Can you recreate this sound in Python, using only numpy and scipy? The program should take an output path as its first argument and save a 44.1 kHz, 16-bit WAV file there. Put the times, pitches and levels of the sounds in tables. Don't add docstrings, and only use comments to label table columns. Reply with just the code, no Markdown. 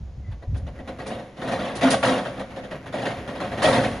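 import sys
import numpy as np
from scipy import signal
from scipy.fft import rfft, irfft, next_fast_len
from scipy.io import wavfile
from scipy.ndimage import uniform_filter1d

SR = 44100
rng = np.random.default_rng(int(sys.argv[2]) if len(sys.argv) > 2 else 0)


def transcribe(u):
    v = np.clip(np.atleast_2d(u).T, -1, 1)
    q = np.round(v * 32767).astype(np.int16)
    wavfile.write(sys.argv[1], SR, q)


N = 176400
TIME = np.arange(N) / SR
FFT_SIZE = 2 * next_fast_len((N + SR) // 2)
FREQS = np.maximum(np.arange(FFT_SIZE // 2 + 1) * SR / FFT_SIZE, 1)

# (time [s], level [dB], time constant [s])
GUSTS = [(0, -31.5, 0.14), (.164, -32.5, 0.11), (.27, -28.5, 0.083), (0.468, -24, 0.1),
         (.518, -21.5, 0.033), (.616, -28.5, 0.068), (.78, -37.5, 0.11)]
# (frequency [Hz], level [dB])
AIR_SPECTRUM = [(30, 3.5), (200, -5), (600, -8), (1500, -21.5), (4000, -25.5), (7000, -28.5), (11000, -48)]
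BUFFET_SPECTRUM = [(20, -15.5), (42, -8.5), (65, 4), (90, -2.5), (140, -13), (220, -22.5), (400, -43.5),
                   (1000, -78)]
TYRE_SPECTRUM = [(25, -47.5), (60, 8.5), (130, 4), (250, 4), (400, -2), (600, -3), (1000, -11), (2000, -11),
                 (4000, -25.5), (7000, -31), (11000, -36.5)]
GRIT_SPECTRUM = [(600, -15), (2000, -1.5), (4000, 6.5), (7000, 2), (8300, 9.5), (9700, 5), (10700, -0.5),
                 (12000, -40)]
CLATTER_SPECTRUM = [(300, -40), (700, 4), (1000, 1), (1900, -3), (2500, -7), (3600, -8), (5200, -19),
                    (7000, -22), (10000, -19.5), (12000, -37)]
PANEL_SPECTRUM = [(25, -46.5), (60, -24), (130, -3.5), (260, 1.5), (400, -6), (560, 1.5), (730, -2.5),
                  (950, -18), (1500, -19.5), (4000, -58.5)]
# (frequency [Hz], level [dB])
HUM_PARTIALS = [(259, -51), (522, -58), (732, -69.5)]
# (time [s], level [dB])
ROLLING_LEVELS = [(0, -54), (.5, -54.5), (.8, -42.5), (1.15, -36.5), (1.32, -45.5), (1.6, -35.5),
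                  (2.2, -39.5), (2.5, -39), (2.85, -40.5), (3.4, -34.5), (4, -37)]
# (time [s], level [dB], time constant [s])
GRIT_BURSTS = [(0.563, -52, .013), (1.062, -41, .024), (1.513, -46, 0.044), (1.751, -36.5, 0.019),
               (1.901, -21.5, 0.023), (2.045, -32.5, .05), (3.622, -29.5, 0.12)]
# (time [s], level [dB])
PIN_HITS = [(0.424, -51.5), (.787, -45), (.997, -39), (2.713, -37)]
# (time [s], level [dB], pitch [Hz])
COVER_HITS = [(1.835, -16.5, 659), (1.931, -15, 658), (2.033, -16, 658), (2.938, -21.5, 614),
              (3.639, -10.5, 608), (3.682, -11, 539)]
# (ratio to the pitch [1], level [dB], time constant [s])
PIN_MODES = [(1, 0, 0.01)]
COVER_MODES = [(1, -2, 0.0092), (1.27, -12, 0.0084)]
# (time [s], level [dB], time constant [s])
FORK_BOOMS = [(1.832, -16, 0.029), (2.066, -21.5, 0.037), (3.672, -23.5, 0.06)]
# (time [s], mast level [dB], frame level [dB], rattle time constant [s])
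JOLTS = [(.262, -60, -71, 0.027), (0.312, -48.5, -60, 0.013), (0.42, -51.5, -34, 0.0056),
         (0.544, -45, -35, 0.021), (0.665, -43.5, -35.5, 0.016), (0.786, -47, -32.5, 0.011),
         (0.874, -35.5, -30.5, 0.017), (0.985, -36.5, -28.5, 0.042), (1.059, -37, -28.5, 0.095),
         (1.102, -34, -28, 0.035), (1.186, -40, -32, 0.011), (1.367, -41.5, -34, 0.19),
         (1.414, -33, -23.5, 0.18), (1.475, -30.5, -28.5, 0.079), (1.514, -26, -20.5, 0.025),
         (1.59, -32, -26, 0.2), (1.645, -31.5, -32.5, 0.043), (1.76, -34, -43, 0.075),
         (1.81, -21.5, -18, 0.068), (1.828, -19.5, -18.5, 0.02), (1.869, -22.5, -20, 0.039),
         (1.913, -21, -18, 0.016), (1.932, -22.5, -21, 0.006), (2.027, -18, -16.5, 0.042),
         (2.069, -20.5, -17, 0.074), (2.109, -37, -20.5, 0.07), (2.177, -31, -26, 0.014),
         (2.251, -31.5, -24.5, 0.025), (2.366, -40.5, -25, 0.021), (2.394, -34, -27.5, 0.019),
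         (2.503, -45, -45, 0.017), (2.56, -35.5, -28, 0.02), (2.634, -39, -33.5, 0.018),
         (2.709, -36, -28.5, 0.02), (2.859, -39.5, -35, 0.015), (2.924, -35, -31, 0.01),
         (2.939, -31, -24.5, 0.043), (2.983, -32, -25.5, 0.039), (3.018, -31.5, -24.5, 0.056),
         (3.054, -26.5, -20.5, 0.045), (3.108, -33.5, -31, 0.019), (3.169, -39, -46, 0.0098),
         (3.275, -34.5, -27, 0.052), (3.351, -37, -31.5, 0.051), (3.401, -29.5, -23.5, 0.058),
         (3.516, -33, -25.5, 0.03), (3.574, -32, -24.5, 0.1), (3.619, -19, -19.5, 0.058),
         (3.640, -17.5, -15, 0.038), (3.672, -22, -15.5, 0.065), (3.727, -19, -18.5, 0.04),
         (3.758, -24, -17.5, 0.075), (3.835, -25, -20, 0.028), (3.949, -42, -35, 0.015)]
# (frequency [Hz], level [dB], T60 [s])
MAST_MODES = [(1117, 3, 0.47), (1601, 2, .19), (1891, 8, 0.042), (2100, 2, 0.12), (3284, -3.5, 0.23),
              (4355, -4, .05)]
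FRAME_MODES = [(126.9, -6.5, 0.4), (177.6, -17, 0.61), (195.2, -4, 0.65), (232.3, -7.5, 0.38),
               (261.2, -3, 0.17), (456, -6, 0.19), (509, -1.5, 0.24), (541.8, 2, 0.24), (581, -0.5, 0.073),
               (675.5, 1, 0.034), (707.6, 2, 0.086), (742, -2.5, 0.088), (906, -18, 0.22),
               (1003, -9.5, 0.032)]
# (delay [s], level [dB])
HALL_ECHOES = [(.019, -19.5), (.034, -16)]
# (frequency [Hz], gain of the side signal [dB])
SIDE_GAINS = [(60, -21.5), (200, -24.5), (600, -16), (1100, -13), (2200, -6.5), (4000, -8), (6300, -7),
              (8100, -38), (9500, -12)]
# (frequency [Hz], phase [rad])
PORT_PHASE = [(30, 0), (1500, 0), (2150, .3), (2580, .7), (3450, .1), (4480, .5), (5700, 0), (6850, .2),
              (7450, 2.2), (8100, 3.1), (8750, 2.7), (9300, .3), (11500, 0)]


def from_db(db):
    return 10 ** (np.asarray(db) / 20)


def unit_rms(x):
    return x / np.sqrt(np.mean(x ** 2) + 1e-20)


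def over_hz(points):
    hz, value = np.transpose(points)
    return np.interp(np.log(FREQS), np.log(hz), value)


def colour(x, spectrum):
    cepstrum = irfft(np.log(unit_rms(from_db(over_hz(spectrum)))), FFT_SIZE)
    cepstrum[1:FFT_SIZE // 2] *= 2
    cepstrum[FFT_SIZE // 2 + 1:] = 0
    return irfft(rfft(x, FFT_SIZE) * np.exp(rfft(cepstrum)), FFT_SIZE)[:N]


def drift(per_s):
    knots = rng.standard_normal(2000)
    return unit_rms(np.interp(TIME * per_s, np.arange(len(knots)), knots))


def tone(hz):
    return np.sin(2 * np.pi * np.cumsum(hz) / SR)


def contacts(per_s, spread_db):
    sizes = from_db(spread_db * np.minimum(rng.exponential(1, N), 4)) * rng.choice([-1, 1], N)
    clicks = sizes * (rng.random(N) < per_s / SR)
    return clicks / np.sqrt(np.abs(uniform_filter1d(clicks ** 2, size=400)) + 1e-4)


def envelope(age, rise_s, hold_s, decay_s):
    return np.minimum(age / rise_s, 1) * np.exp(-np.maximum(age - rise_s - hold_s, 0) / decay_s)


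def bursts(events, rise_s, hold_s):
    power = np.zeros(N)
    for start, db, decay_s in events:
        first = int(start * SR)
        age = TIME[:min(N - first, SR // 2)]
        power[first:first + len(age)] += (from_db(db) * envelope(age, rise_s, hold_s, decay_s)) ** 2
    return np.sqrt(power)


def ring(force, modes):
    out = 0
    total = np.sqrt(sum(from_db(db) ** 2 for _, db, _ in modes))
    for k, (hz, db, t60) in enumerate(modes):
        radius, angle = from_db(-60 / (t60 * SR)), 2 * np.pi * hz / SR
        gain = from_db(db) / total * np.sqrt(2 * (1 - radius ** 2)) * np.sin(angle)
        feedback = [1, -2 * radius * np.cos(angle), radius ** 2]
        out += signal.lfilter([0, gain * (-1) ** k], feedback, force + 1e-18)
    return out


def struck(hits, modes, rise_s, hold_s, wobble):
    out, age = np.zeros(N + SR // 8), TIME[:SR // 8]
    for ratio, mode_db, decay_s in modes:
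        waver = np.pad(1 + wobble * drift(per_s=250), (0, len(age)), mode="edge")
        shape = envelope(age, rise_s, hold_s, decay_s)
        for start, db, hz in hits:
            span = slice(int(start * SR), int(start * SR) + len(age))
            out[span] += from_db(db + mode_db) * shape * tone(hz * ratio * waver[span])
    return out[:N]


def yard(x, t60_s=1):
    dull = signal.sosfilt(signal.butter(1, 2500, fs=SR, output="sos"), x)
    echoes = sum(from_db(db) * np.interp(TIME - delay, TIME, dull, left=0) for delay, db in HALL_ECHOES)
    tail = rng.standard_normal(SR) * from_db(-60 * TIME[:SR] / t60_s)
    reverberation = signal.fftconvolve(x, tail / np.linalg.norm(tail))[:N]
    return x + echoes + from_db(-12.5) * reverberation


def wind():
    gusts = bursts(GUSTS, rise_s=0.016, hold_s=0.009)
    eddies = colour(rng.standard_normal(N), BUFFET_SPECTRUM)
    eddies /= np.sqrt(uniform_filter1d(eddies ** 2, size=1200))
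    air = colour(rng.standard_normal(N), AIR_SPECTRUM)
    return gusts * eddies + from_db(-54) * air


def drive_hum(swell_s=2.2):
    speed = 1 + 0.0036 * drift(per_s=25)
    hum = sum(from_db(db + 3 * drift(per_s=20)) * tone(hz * speed) for hz, db in HUM_PARTIALS)
    return hum * np.minimum(TIME / swell_s, 1) ** 2


def squeak(peak_s=0.272, half_width_s=0.036, hz=2030, sag_hz_per_s=1100):
    age = TIME - peak_s
    pitch = hz - sag_hz_per_s * age + 55 * drift(per_s=310)
    level = from_db(-57 + 3.2 * drift(per_s=150))
    return level * np.exp(-(age / half_width_s) ** 2) * tone(pitch)


def wheels(hiss_above_hz=700, full_speed_s=2.1):
    level = from_db(-1.5 + np.interp(TIME, *np.transpose(ROLLING_LEVELS)) + 2.3 * drift(per_s=25))
    tremble = ring(level * contacts(per_s=610, spread_db=3.5), FRAME_MODES)
    tyres = colour(level * contacts(per_s=2500, spread_db=3.5), TYRE_SPECTRUM)
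    rumble = signal.sosfiltfilt(signal.butter(2, hiss_above_hz, fs=SR, output="sos"), tyres)
    hiss = from_db(np.interp(TIME, [0, full_speed_s], [-5.5, 0])) * (tyres - rumble)
    return rumble + hiss + from_db(-4.5) * tremble


def grit():
    load = bursts(GRIT_BURSTS, rise_s=0.0066, hold_s=0.013)
    return from_db(-2.5) * colour(load * contacts(per_s=5000, spread_db=2.0), GRIT_SPECTRUM)


def pin(hz=1930):
    hits = [(start, db, hz) for start, db in PIN_HITS]
    return struck(hits, PIN_MODES, rise_s=0.0035, hold_s=0.0054, wobble=0.011)


def thud(start_s=3.65, db=-29.5, decay_s=0.11, band_hz=(109 / 1.4, 109 * 1.31)):
    rumble = signal.sosfilt(signal.butter(2, band_hz, "band", fs=SR, output="sos"), rng.standard_normal(N))
    return unit_rms(rumble) * bursts([(start_s, db, decay_s)], rise_s=0.039, hold_s=0.062)


def forks(hz=256.7):
    pitch = hz * (1 + 0.0363 * drift(per_s=90))
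    swing = bursts(FORK_BOOMS, rise_s=0.0051, hold_s=0.039) * from_db(1.6 * drift(per_s=56))
    return swing * tone(pitch)


def battery_cover():
    return struck(COVER_HITS, COVER_MODES, rise_s=0.0033, hold_s=0.011, wobble=0.037)


def pings(shake, per_s=900, decay_s=0.0068, spread_db=1.5):
    out, age = np.zeros(N + SR // 20), TIME[:SR // 20]
    candidates = rng.random((8000, 4))
    for when, pitch, size, chance in candidates:
        if chance < per_s * N / SR / len(candidates):
            first, hz = int(when * N), 600 + 8400 * pitch
            strength = shake[first] * from_db(spread_db * (4 * size - 3))
            out[first:first + len(age)] += strength * np.exp(-age / decay_s) * np.sin(2 * np.pi * hz * age)
    return out[:N] * 2 / np.sqrt(per_s * decay_s)


def mast():
    jolts = [(start, db, decay_s) for start, db, _, decay_s in JOLTS]
    shake = bursts(jolts, rise_s=0.0011, hold_s=0.016)
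    knocks = shake * contacts(per_s=700, spread_db=1.5)
    chatter = from_db(-3.5 + 1.7 * drift(per_s=45)) * shake * rng.standard_normal(N)
    clatter = colour(0.26 * knocks + chatter + from_db(-5) * pings(shake), CLATTER_SPECTRUM)
    return from_db(-14.5) * ring(knocks, MAST_MODES) + from_db(-4.5) * clatter


def frame(linger=1.06):
    jolts = [(start, db, linger * decay_s) for start, _, db, decay_s in JOLTS]
    shake = bursts(jolts, rise_s=0.0072, hold_s=0.013)
    boom = ring(shake * contacts(per_s=900, spread_db=1.5), FRAME_MODES)
    panels = colour(shake * contacts(per_s=900, spread_db=5.5), PANEL_SPECTRUM)
    return from_db(-5.5) * boom + from_db(-6.5) * panels


def scene():
    knocks = frame() + battery_cover() + pin() + forks() + thud() + mast()
    mid = yard(knocks + grit() + wheels() + drive_hum() + squeak()) + wind()
    scattered = yard(frame() + battery_cover() + pin() + mast() + from_db(3) * grit() + wheels()) + wind()
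    side = irfft(rfft(scattered, FFT_SIZE) * from_db(over_hz(SIDE_GAINS)), FFT_SIZE)[:N]
    return np.array([mid + side, mid - side])


def record(dry):
    phase_shift = np.exp(0.5j * over_hz(PORT_PHASE) * np.array([[1], [-1]]))
    ports = irfft(rfft(dry, FFT_SIZE) * phase_shift, FFT_SIZE)[:, :N]
    return signal.sosfilt(signal.ellip(10, 0.3, 80, 11600, fs=SR, output="sos"), ports)


dry = scene()
out = record(dry)
transcribe(out)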